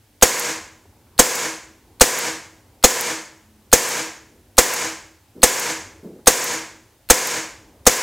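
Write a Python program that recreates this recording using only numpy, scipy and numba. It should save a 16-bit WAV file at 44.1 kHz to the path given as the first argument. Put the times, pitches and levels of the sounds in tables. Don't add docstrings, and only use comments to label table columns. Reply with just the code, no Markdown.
import sys
import numpy as np
from scipy import signal
from scipy.fft import rfft, irfft, next_fast_len
from scipy.io import wavfile
from scipy.ndimage import map_coordinates
from numba import njit

SR = 44100
rng = np.random.default_rng(int(sys.argv[2]) if len(sys.argv) > 2 else 0)


def inscribe(sig):
    pcm = np.round(np.clip(np.atleast_2d(sig).T, -1, 1) * 32767)
    wavfile.write(sys.argv[1], SR, pcm.astype(np.int16))


def rack_gain(trim_db):
    fader = np.asarray(trim_db, float)
    return 10 ** (fader / 20)


N = 353682
SHOT_SIZE = 6000

# pitch_hz, level_db_per_hz
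RUMBLE_SPECTRUM = [(12, -27.5), (50, -3.5), (95, 2), (150, -12), (310, -8.5), (650, -18), (900, -17),
                   (3500, -55)]
# pitch_hz, level_db_per_hz
HISS_SPECTRUM = [(700, -22), (1500, -1.5), (4000, -4.5), (15500, -7.5)]
# time_s, level_db
STREET_ACTIVITY = [(0, -5), (.9, 1), (1.8, 0.5), (2.7, -1), (3.5, -2.5), (4.301, 1), (5.2, -1), (6.001, 3),
                   (6.901, -2.5), (7.7, 3), (8.02, -1.5)]
# start_s, peak_db
SHOTS = [
    (0.2227, -0.5),
    (1.1896, -1),
    (2.0082, -1),
    (2.8378, -1),
    (3.7268, -1),
    (4.5796, -1),
    (5.4296, -0.5),
    (6.2699, -1),
    (7.0991, -1),
    (7.8647, -2.5),
]
# pitch_hz, level_db, t60_s
HAMMER_MODES = [(4260, 3.5, 0.0066), (9050, 0, 0.0028), (13000, 0.5, .003), (1500, -12, 0.0048)]
# pitch_hz, level_db_per_hz
LEAK_SPECTRUM = [(500, -23.5), (1500, 0), (4000, -3.5), (8000, -1.5), (15000, -9.5)]
# delay_s, level_db, pitch_hz
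ARRIVALS = [
    (0.0002, 1.5, 959),
    (.0017, -6, 900),
    (.0058, -6.5, 600),
    (.0076, 11, 465.6),
    (0.0116, 6, 515.6),
    (0.0162, -6, 480),
    (.031, 9, 554.4),
]
# pitch_hz, level_db, t60_s
SLIDE_MODES = [(4208, -8.5, 0.082), (5330, -14.5, 0.053), (6400, -10, 0.017), (6450, 2, 0.051),
               (6970, -3.5, 0.026), (8140, 1.5, .04), (7920, -5, 0.034)]
# pitch_hz, level_db_per_hz
JET_SPECTRUM = [(470, -30), (800, -2), (3090, -28.5), (3960, -5), (4600, -13.5), (6590, 7.5), (9560, -3),
                (15500, -10.5)]
# pitch_hz, level_db_per_hz
TAIL_SPECTRUM = [(60, -51.5), (125, -15), (450, -2.5), (2300, -7), (4050, -9.5), (6900, -8), (9000, -12),
                 (15700, -21)]
# pitch_hz, t60_s
TAIL_DECAY = [(100, 0.96), (260, 0.49), (700, 0.54), (1840, 0.57), (4500, 0.53), (6900, 0.51), (9700, 0.46),
              (14000, 0.41)]
# pitch_hz, width_hz, level_db
TAIL_PEAKS = [(481, 49, -2.5), (1010, 120, 0), (1680, 300, 0), (2153, 310, 0.5)]
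# pitch_hz, level_db, t60_s, sign, delay_s
ROOM_MODES = [
    (138, -24, 0.65, 0.82, 0.0053),
    (229.4, -14, 0.5, 0.7, .008),
    (318.5, -34, .7, 1, .23),
    (323.5, -34, .7, -1, .23),
    (480, -2.5, 0.4, 0.96, 0.00788),
    (509, -0.5, 0.29, -0.83, .008),
]
# start_s, peak_db
RESETS = [
    (0.397, -9),
    (1.3551, -12),
    (2.188, -12),
    (3.01, -8.5),
    (3.8898, -13),
    (4.739, -10),
    (5.5971, -10),
    (6.443, -11),
    (7.2724, -13.5),
]
# start_s, peak_db, pitch_hz, t60_s
KNOCKS = [
    (0.853, -38, 600, 0.03),
    (1.066, -54, 1400, .04),
    (5.351, -38, 280, 0.88),
    (6.029, -33, 291, 0.72),
    (6.185, -53, 768, .1),
    (7.6, -55.5, 202, 0.47),
    (4.2, -58.5, 302, 1.5),
    (7.659, -54, 320, 0.97),
]


def rms_one(x):
    return x / np.sqrt(np.mean(x ** 2) + 1e-20)


def at_hz(points, hz):
    table_hz, value = np.transpose(points)
    return np.interp(np.log(hz), np.log(table_hz), value)


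def ring(clicks, hz, t60_s):
    r, w = rack_gain(-60 / (t60_s * SR)), 2 * np.pi * hz / SR
    return signal.lfilter([0, np.sin(w)], [1, -2 * r * np.cos(w), r * r], clicks + 1e-18)


def drift(rate_hz):
    points = rng.standard_normal(400)
    coarse_s = np.arange(N // 100 + 2) * 100 / SR
    coarse = map_coordinates(points, [coarse_s * min(rate_hz, 40) + 2], order=3)
    return np.interp(np.arange(N) / 100, np.arange(len(coarse)), coarse)


def colored(spectrum, size, count=1):
    hz = np.maximum(np.fft.rfftfreq(size, 1 / SR), 1)
    white = rfft(rng.standard_normal((count, size)))
    return rms_one(irfft(white * rack_gain(at_hz(spectrum, hz)), size)).squeeze()


def bands(x, top_hz):
    size = x.shape[-1]
    octave = np.log2(np.maximum(np.fft.rfftfreq(size, 1 / SR), 1))
    whole = rfft(x)
    for centre in np.arange(4.25, np.log2(top_hz), 0.5):
        share = np.clip(1 - 2 * abs(octave - centre), 0, 1)
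        yield 2 ** centre, irfft(whole * share, size)


def lay(out_len, start_s, sound):
    out, i = np.zeros(out_len), round(start_s * SR)
    out[i:i + len(sound)] = sound[:out_len - i]
    return out


def burst(rise_s, t60_s, size):
    t_s = np.arange(size) / SR
    return (1 - np.exp(-t_s / rise_s)) * rack_gain(-60 * t_s / t60_s)


def background():
    rumble_db, hiss_db = -54.5, -61.5
    together, size = drift(4.5), next_fast_len(N)
    rumble = 0
    for _, band in bands(colored(RUMBLE_SPECTRUM, size), 4000):
        rumble = rumble + band[:N] * rack_gain(1.5 * together + 2.0 * drift(12.0))
    street_db = np.interp(np.arange(N) / SR, *np.transpose(STREET_ACTIVITY))
    hiss = colored(HISS_SPECTRUM, size)[:N]
    return rack_gain(rumble_db + street_db) * rumble + rack_gain(hiss_db) * hiss


def hammer():
    tick = rack_gain(-32.5) * rng.standard_normal(SHOT_SIZE) * burst(0.00025, 0.0046, SHOT_SIZE)
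    steel = sum(rack_gain(db) * ring(tick, hz, t60_s) for hz, db, t60_s in HAMMER_MODES)
    valve = rack_gain(-33) * colored(LEAK_SPECTRUM, SHOT_SIZE) * burst(0.0029, 0.2, SHOT_SIZE)
    return steel + valve


def gas_leak():
    peak_s, end_s, rise_s = 0.012, 0.0135, 0.0013
    t_s = np.arange(SHOT_SIZE) / SR
    swell = np.exp(np.minimum(t_s - peak_s, 0) / rise_s) * (t_s < end_s)
    return rack_gain(-8.5) * colored(LEAK_SPECTRUM, SHOT_SIZE) * swell


def gas_pulse(hz):
    cycles = np.arange(round(2 * SR / hz)) * hz / SR
    return -np.cos(2 * np.pi * (cycles - 1)) * np.exp(-((cycles - 1) / 0.53) ** 2)


def muzzle():
    push_s, push_length_s, push_db = 0.0105, 0.022, 0.5
    muzzle_s = 0.0125
    out = rack_gain(push_db) * lay(SHOT_SIZE, push_s, np.hanning(round(push_length_s * SR)))
    for delay_s, db, hz in ARRIVALS:
        pulse = rack_gain(db + rng.normal(0, 1.0)) * gas_pulse(hz)
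        out += lay(SHOT_SIZE, muzzle_s + delay_s - 1 / hz, pulse)
    return out


def slide():
    clack_s, home_s = 0.0139, 0.049
    rattle = rng.standard_normal(SHOT_SIZE) * burst(0.00041, 0.014, SHOT_SIZE)
    metal = sum(rack_gain(db - 9.5) * ring(rattle, hz, t60_s) for hz, db, t60_s in SLIDE_MODES)
    jet = rack_gain(4.0) * colored(JET_SPECTRUM, SHOT_SIZE) * burst(0.000077, 0.093, SHOT_SIZE)
    home = rack_gain(-2) * colored(LEAK_SPECTRUM, SHOT_SIZE) * burst(0.001, 0.035, SHOT_SIZE)
    return lay(SHOT_SIZE, clack_s, metal + jet) + lay(SHOT_SIZE, home_s, home)


def pistol(start_s, level_db):
    hammer_lead_s = 0.0102
    return lay(N, start_s - hammer_lead_s, hammer() + rack_gain(level_db) * (gas_leak() + muzzle() + slide()))


def tail_tint(size):
    pipe_hz, pipe_width_hz, pipe_top_hz = 496.5, 150, 6700
    pipe_db, loss_db_per_khz = 6.5, 5
    pipe = [(hz, pipe_width_hz, pipe_db - loss_db_per_khz * abs(hz - pipe_top_hz) / 1000)
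            for hz in pipe_hz * np.arange(9, 17)]
    z = np.exp(-2j * np.pi * np.fft.rfftfreq(size))
    tint = 1
    for hz, width_hz, db in list(TAIL_PEAKS) + pipe:
        r = np.exp(-np.pi * width_hz / SR)
        poles = 1 - 2 * r * np.cos(2 * np.pi * hz / SR) * z + (r * z) ** 2
        tint = tint + rack_gain(db) * (1 - r * r) / 2 * (1 - z * z) / poles
    return tint


def room():
    size, tail_db = 36000, -12.5
    t_s = np.arange(size) / SR
    plain = colored(TAIL_SPECTRUM, size, count=len(SHOTS) + 1)
    tinted = rms_one(irfft(rfft(plain) * tail_tint(size), size))
    tails = 0
    for hz, band in bands(tinted, 24000):
        fresh = hz / (hz + 2500)
        mixed = np.sqrt(1 - fresh) * band[0] + np.sqrt(fresh) * band[1:]
        tails = tails + mixed * rack_gain(-60 * (t_s - 0.18) / at_hz(TAIL_DECAY, hz))
    tails *= 1 - np.exp(-t_s / 0.0083)
    out = np.zeros(N)
    for (start_s, level_db), tail in zip(SHOTS, tails):
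        out += lay(N, start_s + 0.003, rack_gain(level_db) * tail)
    return rack_gain(tail_db) * out


def standing_waves():
    out = np.zeros(N + SR)
    for hz, db, t60_s, sign, delay_s in ROOM_MODES:
        clicks = np.zeros(N + SR)
        for start_s, level_db in SHOTS:
            clicks[round((start_s + delay_s) * SR)] = sign * rack_gain(level_db + db + rng.normal(0, 1.0))
        out += ring(clicks, hz, t60_s)
    return out[:N]


def trigger():
    out, size = np.zeros(N), 900
    high = signal.butter(2, 9500, "high", fs=SR, output="sos")
    shape = burst(0.0002, 0.01, size) + rack_gain(-14) * burst(0.001, 0.05, size)
    for start_s, level_db in RESETS:
        tick = signal.sosfilt(high, rng.standard_normal(size) * shape)
        out += lay(N, start_s - 0.001, rack_gain(level_db + 12.0) * tick)
    return out


def knocks():
    out, size, rise_cycles = np.zeros(N), 20000, 1.9
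    for start_s, level_db, hz, t60_s in KNOCKS:
        octave = [(hz / 4, -24), (hz / 1.6, -3), (hz, 0), (hz * 1.7, -4), (hz * 2.5, -23), (hz * 8, -45)]
        thud = colored(octave, size) * burst(rise_cycles / hz, t60_s, size)
        out += lay(N, start_s, rack_gain(level_db) * thud)
    return out


def hum():
    start_s, length_s, pitch_hz, level_db = 3.4, 0.32, 213, -55
    t_s = np.arange(round(length_s * SR)) / SR
    tone = np.sqrt(np.hanning(len(t_s))) * np.sin(2 * np.pi * pitch_hz * t_s)
    return lay(N, start_s, rack_gain(level_db) * tone)


def scene():
    direct = sum(pistol(start_s, level_db) for start_s, level_db in SHOTS)
    mono = background() + direct + room() + standing_waves() + trigger() + knocks() + hum()
    return np.tile(mono, (2, 1))


def preamplifier(x):
    up, down = 1.3, 20.0
    hot = np.where(x > 0, up * np.tanh(x / up), down * np.tanh(x / down))
    hot = signal.sosfilt(signal.butter(1, 30, "high", fs=SR, output="sos"), hot)
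    return signal.sosfilt(signal.cheby2(12, 60, 16900, fs=SR, output="sos"), hot)


@njit
def follow(wanted_db, grab, let_go):
    out, now = np.empty_like(wanted_db), 0.
    for i in range(len(out)):
        now += (grab if wanted_db[i] < now else let_go) * (wanted_db[i] - now)
        out[i] = now
    return out


def leveller_gain(x):
    hold_db, sense_s, react_s = -22, 0.003, 0.0065
    grab_s, settle_s, let_go_s, settle_share = 0.0047, 0.055, 0.003, 0.33
    r = np.exp(-1 / (sense_s * SR))
    power = signal.lfilter([(1 - r) ** 2], [1, -2 * r, r * r], x ** 2)
    wanted_db = np.minimum(hold_db - 10 * np.log10(power + 1e-12), 0)
    wanted_db = np.interp(np.arange(N) - react_s * SR, np.arange(N), wanted_db)
    quick_db = follow(wanted_db, 1 / (grab_s * SR), 1 / (let_go_s * SR))
    slow_db = follow(wanted_db, 1 / (settle_s * SR), 1 / (let_go_s * SR))
    return rack_gain((1 - settle_share) * quick_db + settle_share * slow_db)


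def line_hiss():
    spectrum = [(30, 17.5), (300, 8.5), (2000, 4), (15000, 4.5)]   # pitch_hz, level_db_per_hz
    return rack_gain(-67.5) * colored(spectrum, next_fast_len(N))[:N] * [[1], [-1]]


def band_limit(x):
    return signal.sosfilt(signal.butter(12, 15800, fs=SR, output="sos"), x)


def record(dry):
    hot = preamplifier(dry)
    levelled = (hot + line_hiss()) * leveller_gain(hot[0])
    mix = np.clip(levelled, -0.98, 0.98)
    return band_limit(mix)


dry = scene()
out = record(dry)
inscribe(out)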